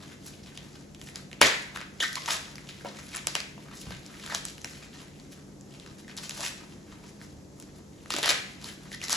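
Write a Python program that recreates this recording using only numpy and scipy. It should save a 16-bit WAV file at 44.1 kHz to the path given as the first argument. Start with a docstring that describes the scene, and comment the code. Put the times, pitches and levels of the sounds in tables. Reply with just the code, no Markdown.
"""Hands peel and tear fresh husks off a corn cob over a stone counter in a hard, echoing kitchen.
The leaves rustle as clumped creases crackle; breaking fibres snap as broad, raggedly spread clicks.
Wet leaves squeak as unsteady harmonics; cob and husk bundle thud as short damped modes.
Air noise and an appliance's wavering low tones lie behind; a phone's two microphone ports listen."""
import sys
import numpy as np
from scipy import signal
from scipy.fft import rfft, irfft, next_fast_len
from scipy.io import wavfile
from scipy.ndimage import uniform_filter1d

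SR = 44100
rng = np.random.default_rng(int(sys.argv[2]) if len(sys.argv) > 2 else 0)


def output_pcm(signal):
    """Save a mono or channel-first signal as 16-bit PCM at the path in sys.argv[1].

    Samples are clipped to [-1, 1] before scaling.
    """
    pcm = np.clip(np.atleast_2d(signal).T, -1, 1) * 32767
    wavfile.write(sys.argv[1], SR, np.round(pcm).astype(np.int16))


N = 403956


def amp(db):
    """Decibels to gain."""
    return 10 ** (np.asarray(db) / 20)


def evened(x):
    """Scales to rms 1."""
    return x / np.sqrt(np.mean(x ** 2) + 1e-20)


def smooth(x, width):
    """Two moving averages of width samples, scaled to rms 1."""
    return evened(uniform_filter1d(uniform_filter1d(x, width), width))


def read(points, hz):
    """Reads a spectrum table on a log-frequency axis."""
    f, value = np.transpose(points)
    return np.interp(np.log(hz + 1), np.log(f + 1), value)


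def add(mix, start_s, sound):
    """Mixes a sound in at a time."""
    part = mix[round(start_s * SR):][:len(sound)]
    part += sound[:len(part)]


def colour(x, gain):
    """Multiplies the spectrum by gain(hz)."""
    size = next_fast_len(x.shape[-1])
    spectrum = rfft(x, size) * gain(np.fft.rfftfreq(size, 1 / SR))
    return irfft(spectrum, size)[..., :x.shape[-1]]


# Likeness of diffuse sound at the two ports. Each row: frequency in Hz, correlation (0 to 1).
PORT_LIKENESS = [(60, 1), (200, 0.87), (450, 0.61), (1200, .05), (2500, 0.054), (4500, 0.13), (8000, 0.96),
                 (16000, 1)]


def diffuse(pair):
    """Two unrelated signals made as alike as diffuse sound is at the two ports."""
    def likeness(hz):
        """Shared part of the signal at hz."""
        return np.clip(read(PORT_LIKENESS, hz), -1, 1)

    shared = colour(pair[0], likeness)
    unshared = colour(pair[1], lambda hz: np.sqrt(1 - likeness(hz) ** 2))
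    return np.array([pair[0], shared + unshared])


# Pulls and shifts of the leaves.
# Each row: peak time in s, relative effort in dB, build-up in s, crisp over dull part in relative dB.
PULLS = [(.03, -50, 0.13, -5), (.12, -50, 0.59, -3.5), (0.283, -51, 0.12, 6.5), (.464, -48.5, 0.017, -3.5),
         (1.088, -53, 0.31, 3.5), (1.172, -47.5, 0.11, -1.5), (1.413, -17, 0.0055, -13),
         (1.44, -16.5, 0.017, -9.5), (1.531, -34.5, 0.2, -25), (1.756, -40.5, 0.042, -11),
         (1.805, -42, 0.11, -16), (2.021, -35.5, 0.025, 6), (2.175, -50, 0.16, 5),
         (2.309, -27.5, 0.12, -1.5), (2.694, -46.5, 0.086, -2), (2.864, -40, 0.043, -11),
         (2.993, -48, 0.4, -1.5), (3.163, -41.5, 0.27, -3), (3.367, -49, 0.095, 5),
         (3.712, -43.5, .012, -16), (3.762, -57.5, 0.061, 13), (3.81, -53.5, 0.082, 11.5),
         (3.866, -46, 0.082, -10), (3.926, -46.5, 0.25, -8.5), (4.345, -40, 0.6, -2),
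         (4.485, -45, 0.087, 2.5), (4.714, -56.5, 0.27, 9), (4.83, -49.5, 0.42, -2.5),
         (5.01, -46.5, 0.16, -3), (5.323, -51, 0.048, 2), (5.984, -49, 0.011, -2.5), (6.091, -48, .05, -6),
         (6.175, -42.5, 0.019, 1.5), (6.24, -43, 0.087, 4), (6.451, -35.5, 0.27, 3.5),
         (7.229, -57, 0.068, 8.5), (7.618, -63.5, 0.048, 7), (8.112, -31.5, 0.016, -8),
         (8.19, -35.5, 0.18, -3), (8.233, -18, 0.017, -27), (8.299, -26.5, 0.16, -2.5),
         (8.675, -39.5, 0.14, -0.5), (8.93, -47.5, 0.086, -0.5), (9.029, -45.5, 0.026, 6.5),
         (9.119, -31.5, 0.054, 7), (9.159, -29, 0.14, -7)]
# Steady rustle in the hands. Each row: time in s, relative effort in dB.
HOLDING = [(0, -66), (.75, -52), (1.3, -127), (2, -54.5), (2.55, -55.5), (3.6, -57.5), (5.4, -60.5),
           (5.6, -68.5), (5.75, -58), (6.2, -65), (6.72, -55.5), (6.8, -69), (6.9, -55.5), (7.4, -66),
           (7.75, -63.5), (8.05, -62.5), (9.1, -54.5)]
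BUILD_DB = 34  # rise over the build-up
LET_GO_DB_PER_S, SETTLE_DB, SETTLE_DB_PER_S = 248, -16.5, 76  # quick release, then slow settling
HOLDING_CRISP_DB, FIDGET_RMS_DB = -4, 1


def effort():
    """Gains of the dull and crisp rustle: every pull builds up, lets go and settles; the grip fidgets."""
    t = np.arange(0, N, 32) / SR
    peak_s, db, build_s, crisp_db = np.transpose(PULLS)[:, :, None]
    since_s = t - peak_s
    build_db = BUILD_DB * since_s / abs(build_s)
    release_db = np.maximum(-LET_GO_DB_PER_S * since_s, SETTLE_DB - SETTLE_DB_PER_S * since_s)
    pulls = amp(db + np.where(since_s < 0, build_db, release_db))
    fidget = smooth(rng.standard_normal(len(t)), 60)
    held = amp(np.interp(t, *np.transpose(HOLDING)) + FIDGET_RMS_DB * fidget)
    dull = np.sqrt(held ** 2 + (pulls ** 2).sum(0))
    crisp = np.sqrt((held * amp(HOLDING_CRISP_DB)) ** 2 + ((pulls * amp(crisp_db)) ** 2).sum(0))
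    return [np.interp(np.arange(N) / SR, t, gain) for gain in (dull, crisp)]


# Spectrum of the rustle. Each row: frequency in Hz, relative level in dB per Hz.
LEAF_SPECTRUM = [(200, -18), (500, -4.5), (1000, -9), (1900, -6), (4000, -5), (7000, -7.5), (10000, -8.5),
                 (13000, -18), (16000, -33.5)]
CREASES_PER_S, PATCHES, CRISP_ABOVE_HZ = 4000, 12, 3900


def rustle():
    """Countless tiny creases of unequal size give way in clumps, each leaf patch at its own pitch."""
    dull_gain, crisp_gain = effort()
    clumps = smooth(rng.standard_normal(N), 150)
    chance, size = rng.random(N), rng.exponential(1, N)
    patch = rng.integers(0, PATCHES, N)
    crease_db = 2.6 * np.minimum(size, 2.2) + 4.3 * np.minimum(clumps, 1.3)
    creases = (chance < CREASES_PER_S / SR) * amp(crease_db)

    # now one part of the leaf crackles, now another
    busy = uniform_filter1d(rng.standard_normal((N // 64 + 1, PATCHES)), size=24, axis=0)
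    busy = evened(uniform_filter1d(busy, size=3, axis=1))
    creases = creases * amp(4.42 * busy[np.arange(N) // 64, patch])

    t, grains = np.arange(256) / SR, np.zeros(N)
    for k, hz in enumerate(np.geomspace(1000, 13000, num=PATCHES)):
        crackle = np.cos(2 * np.pi * hz * t) * np.exp(-t * hz / 1.1)
        grains += signal.oaconvolve(creases * (patch == k), crackle * np.sqrt(hz))[:N]
    grains = evened(grains) + 0.52 * rng.standard_normal(N)
    grains = colour(grains, lambda hz: amp(read(LEAF_SPECTRUM, hz)))

    crisp = colour(grains, lambda hz: 1 / (1 + (CRISP_ABOVE_HZ / (hz + 1)) ** 5.45))
    dull = grains - crisp
    return amp(-4.5) * (dull_gain * evened(dull) + amp(3.0) * crisp_gain * evened(crisp))


# Bounce off the counter, left then right port. Each row: delay in ms, level in dB.
BOUNCE = [(1.7, -17), (2.2, -16.5)]


def counter_bounce(hands):
    """One delayed, weaker copy of the hands per port."""
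    return [amp(db) * np.pad(hands, (round(ms * SR / 1000), 0))[:N] for ms, db in BOUNCE]


# Decay of the room. Each row: frequency in Hz, t60 in s.
KITCHEN_T60 = [(200, 0.23), (800, 0.49), (2000, 0.57), (3200, 0.49), (4500, 0.52), (9700, 0.46)]
# Strength of the echo. Each row: frequency in Hz, gain in dB.
ECHO_GAIN = [(300, 4), (950, -3.5), (2000, 0), (4500, -3.5), (9000, -6), (15000, -11.5)]


def kitchen(x):
    """Sparse random reflections swell in after a short gap, each band dying at its own speed."""
    taps = np.zeros((2, SR))
    at = np.arange(0, SR - 20, 16) + rng.integers(0, 16, (2, (SR - 5) // 16))
    np.put_along_axis(taps, at, rng.choice([-1., 1.], at.shape), 1)
    hz, t, bands = signal.stft(taps, SR, nperseg=256)
    decay = amp(-60 * t / read(KITCHEN_T60, hz)[:, None])
    tail = signal.istft(bands * decay, SR, nperseg=256)[1]

    t = np.arange(tail.shape[1]) / SR
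    early = 1 + 0.72 * np.exp(-((t - .012) / 0.0036) ** 2)  # cupboards and ceiling
    onset = np.clip((t - .002) / 0.0011, 0, 1)
    tail = tail * early * onset
    wet = signal.fftconvolve(x[None], tail / np.linalg.norm(tail[0]), axes=1)[:, :N]
    return diffuse(colour(wet, lambda hz: amp(read(ECHO_GAIN, hz))))


# Spectrum of the air noise. Each row: frequency in Hz, relative level in dB per Hz.
AIR_SPECTRUM = [(30, -5.5), (55, -5), (150, -6), (300, -5), (470, -12), (1400, -28), (3000, -36),
                (6500, -28), (9000, -33.5), (12500, -41), (15500, -98)]
# Appliance tones. Each row: frequency in Hz, rms wavering in Hz, relative level in dB.
HUM_TONES = [(146, 2.47, -55), (198, 8.57, -54.5), (289.3, 6.67, -63.5)]
AIR_RMS_DB, HUM_GAIN_DB, SWELL_RMS_DB = -49.5, 1.5, 2.0


def background():
    """Filtered noise for room air; sines wavering in pitch and level for the appliance."""
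    air = evened(colour(rng.standard_normal((2, N)), lambda hz: amp(read(AIR_SPECTRUM, hz))))
    hum = np.zeros(N)
    for hz, waver_hz, db in HUM_TONES:
        drift, swell = (smooth(v, 1500) for v in rng.standard_normal((2, N)))
        turns = np.cumsum(hz + waver_hz * drift) / SR
        hum += amp(db + HUM_GAIN_DB + SWELL_RMS_DB * swell) * np.sin(2 * np.pi * turns)
    return diffuse(amp(AIR_RMS_DB) * air) + hum


# Breaking fibres. Each row: start in s, peak level in dB, pitch of the crack in Hz.
SNAPS = [(0.5743, -27.5, 3230), (0.947, -34, 3400), (1.014, -30, 2550), (1.072, -36, 1800),
         (1.087, -33, 1970), (1.1575, -20.5, 4230), (1.3141, -30.5, 2010), (1.3291, -26.5, 2600),
         (1.4142, 5, 1900), (1.429, -8, 4300), (1.76, -23.5, 1450), (1.772, -23.5, 1570),
         (1.8044, -30.5, 1390), (1.813, -27, 1370), (1.821, -32, 1400), (2.0026, -19.5, 1800),
         (2.0008, -24, 3360), (2.1293, -22, 5880), (2.155, -16.5, 4720), (2.2591, -18.5, 3830),
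         (2.2856, -14.5, 1060), (2.316, -23, 4070), (2.324, -26, 3750), (2.5556, -29.5, 5340),
         (2.581, -29.5, 2080), (2.6894, -33, 4280), (3.15, -24, 7500), (3.161, -20.5, 8500),
         (3.168, -16, 6800), (3.177, -27, 2300), (3.27, -7, 4760), (3.3521, -9.5, 2490),
         (3.4026, -20.5, 4570), (3.906, -28, 1050), (4.0627, -32, 5410), (4.2625, -25, 3820),
         (4.3474, -8.5, 3700), (4.354, -21.5, 3080), (4.452, -17, 6740), (4.505, -36, 3580),
         (4.58, -33, 3330), (4.616, -31, 6100), (4.6442, -20, 2130), (4.6455, -20.5, 6300),
         (5.198, -36.5, 4100), (5.61, -37.5, 5970), (5.798, -33, 3600), (5.862, -33.5, 1260),
         (6.08, -33.5, 1680), (6.167, -27, 6300), (6.1785, -22.5, 5000), (6.294, -18.5, 6500),
         (6.308, -23, 3600), (6.4059, -22, 3660), (6.4403, -26, 2150), (6.464, -23, 4730),
         (7.214, -35, 1570), (7.5993, -30, 7500), (7.624, -35, 5500), (8.058, -36, 1400),
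         (8.104, -11.5, 3130), (8.1384, -14, 3600), (8.15, -23, 4500), (8.164, -13, 3500),
         (8.185, -17, 4300), (8.229, -13, 3900), (8.235, -18, 3070), (8.2448, -24, 4150),
         (8.258, -10.5, 3500), (8.2772, -14, 2000), (8.2907, -6.5, 2980), (8.2949, -6, 2120),
         (8.3045, -8, 3580), (8.3118, -10, 2420), (8.321, -18, 2220), (8.642, -26.5, 4080),
         (8.9167, -29, 1790), (8.946, -25.5, 5200), (9.015, -22, 2600), (9.049, -27, 4900),
         (9.0826, -18, 5120), (9.095, -15.5, 5900), (9.104, -19, 7100), (9.1279, -10, 6100),
         (9.1398, -19, 1490)]
# Base spectrum of a break. Each row: frequency in Hz, relative level in dB per Hz.
CRACK_SPECTRUM = [(80, -33), (500, -5), (1000, -4), (2200, -5), (6000, -5), (10000, -4), (13000, -14),
                  (16000, -51)]


def snaps():
    """Broad clicks lifted around a pitch, frequencies arriving raggedly, the low ones last.
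    Row 0 goes to the phone, with lumps of its own; row 1 to the room: all directions, hence even."""
    out, f = np.zeros((2, N)), np.fft.rfftfreq(1024, 1 / SR) + 1
    for start_s, db, hz in SNAPS:
        ragged, lumps = (smooth(v, 12) for v in rng.standard_normal((2, len(f))))
        late_s = .0004 + .0007 * abs(ragged) + np.minimum(1.262 / f, .006)
        # quiet, thin fibres are more sharply pitched and have less bass
        lift_db = (4.0 - 0.16 * db) * np.exp(-(np.log2(f / hz) / 0.45) ** 2)
        lift_db -= 2.4 * np.maximum(np.log2(hz / (1.6 * f)), 0) * np.clip(-db / 25, 0, 1)
        lift_db -= 5.7 * np.maximum(np.log2(f / (1.9 * hz)), 0)  # low cracks have less treble
        phase = 2 * np.pi * np.cumsum(late_s) * SR / 1024  # integrates the arrival time
        even = amp(read(CRACK_SPECTRUM, f) + lift_db) * np.exp(-1j * phase)
        near, all_round = irfft(even * amp(4.4 * lumps)), irfft(even)
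        add(out[0], start_s, amp(db) * near[:512] / abs(near).max())
        add(out[1], start_s, amp(db) * all_round[:512] / abs(all_round).max())
    return out


# Dull blows of cob and husk bundle. Each row: start in s, peak level in dB, pitch in Hz, t60 in s.
KNOCKS = [(1.4144, -6, 467, 0.0062), (2.848, -25.5, 560, 0.035), (2.856, -30, 704, 0.054),
          (3.579, -35.5, 680, 0.017), (3.87, -32.5, 110, 0.069), (3.905, -36, 132.5, 0.2),
          (6.394, -33.5, 639, 0.038), (7.332, -44, 83, 0.27), (8.144, -28.5, 260, 0.042),
          (8.164, -23, 610, 0.011), (8.186, -24, 557, 0.01)]
MODES = [(1, 0.93), (1.35, 0.8), (2.4, 0.066), (3.9, 0.18)]  # Each row: ratio to the pitch, share.


def knocks():
    """A soft, ragged blow rings a few damped modes."""
    out, t = np.zeros(N), np.arange(SR // 4) / SR
    for start_s, db, hz, t60_s in KNOCKS:
        ring = sum(share * np.sin(2 * np.pi * ratio * hz * t) for ratio, share in MODES)
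        ring = amp(-60 * t / t60_s) * ring
        blow = (1 + .5 * rng.standard_normal(1024)) * t[:1024] * np.exp(-t[:1024] * hz / 0.22)
        thud = np.diff(signal.fftconvolve(ring, blow))
        thud = colour(thud, lambda f: f / (f + hz))  # small bodies radiate little bass
        add(out, start_s, amp(db) * thud / abs(thud).max())
    return out


# Wet leaves stick and slip.
# Each row: start in s, fundamental's level in dB, length in s, start pitch in Hz, end pitch in Hz.
SQUEAKS = [(1.42, -13, 0.013, 2260, 1920), (1.442, -26, 0.024, 2194, 1610),
           (2.002, -22.5, 0.015, 3440, 3160), (2.019, -26, 0.025, 1840, 1304),
           (2.032, -29, 0.032, 2008, 1940), (2.163, -33.5, 0.025, 1052, 1052),
           (2.277, -30, .012, 1056, 960), (4.295, -37.5, .036, 2184, 1730), (8.932, -40, 0.023, 1886, 2060),
           (9.028, -35, .017, 1696, 2210), (9.122, -39.5, 0.015, 1460, 1430)]
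OVERTONE_DB_PER_KHZ = -3.5  # step between overtones per kHz of end pitch: higher squeaks are purer


def squeaks():
    """Stick-slip gives a harmonic tone, unsteady in pitch and level."""
    out = np.zeros(N)
    for start_s, db, length_s, from_hz, to_hz in SQUEAKS:
        count = round(length_s * SR)
        noise = rng.standard_normal((2, 4096))
        wobble, flutter = (evened(uniform_filter1d(v[:count], 60)) for v in noise)
        turns = np.cumsum(np.linspace(from_hz, to_hz, count) * (1 + 0.084 * wobble)) / SR
        step_db = OVERTONE_DB_PER_KHZ * to_hz / 1000
        tone = sum(amp(k * step_db) * np.sin(2 * np.pi * (k + 1) * turns) for k in range(4))
        add(out, start_s, amp(db + 2.1 * flutter) * tone * signal.windows.tukey(count, .6))
    return out


def scene():
    """The hands in front of the phone, the bounce off the counter, the echo and the room tone."""
    leaves = rustle() + knocks()
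    breaks, breaks_all_round = snaps()
    slips = squeaks()
    hands = leaves + breaks + slips
    to_room = leaves + amp(-1.0) * breaks_all_round + amp(-2.5) * slips
    return hands + counter_bounce(hands) + kitchen(to_room) + background()


# Phase between the ports. Each row: frequency in Hz, lead of the left port in radians.
LEFT_LEAD = [(0, 0), (1210, 0.5), (1460, 0.7), (3010, 0.6), (3790, 0.2), (7410, -0.0), (8440, -2.9),
             (9560, -3.4), (10400, -5.9), (11600, -6.3), (12500, -9.2), (13800, -9.5), (14600, -12.5),
             (16200, -12.7)]
# Level between the ports. Each row: frequency in Hz, left over right in dB.
LEFT_LOUDER = [(60, -0.1), (2500, 1.5), (15000, 0.5)]
BASS_CUT_HZ, EDGE_HZ, CLIP_LEVEL = 45, 16500, .8


def record(dry):
    """Ports cut deep bass and differ in phase and level by frequency; soft clipping; band limit."""
    dry = signal.lfilter(*signal.butter(3, BASS_CUT_HZ, "highpass", fs=SR), dry)
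    left = colour(dry[0], lambda hz: amp(read(LEFT_LOUDER, hz) / 2))
    right = colour(dry[1], lambda hz: amp(-read(LEFT_LOUDER, hz) / 2) * np.exp(-1j * read(LEFT_LEAD, hz)))
    squeezed = CLIP_LEVEL * np.tanh(np.array([left, right]) / CLIP_LEVEL)
    lowpass = signal.firwin(511, EDGE_HZ, window=("kaiser", 9), fs=SR)
    return signal.oaconvolve(squeezed, lowpass[None], "same")


dry = scene()
out = record(dry)
output_pcm(out)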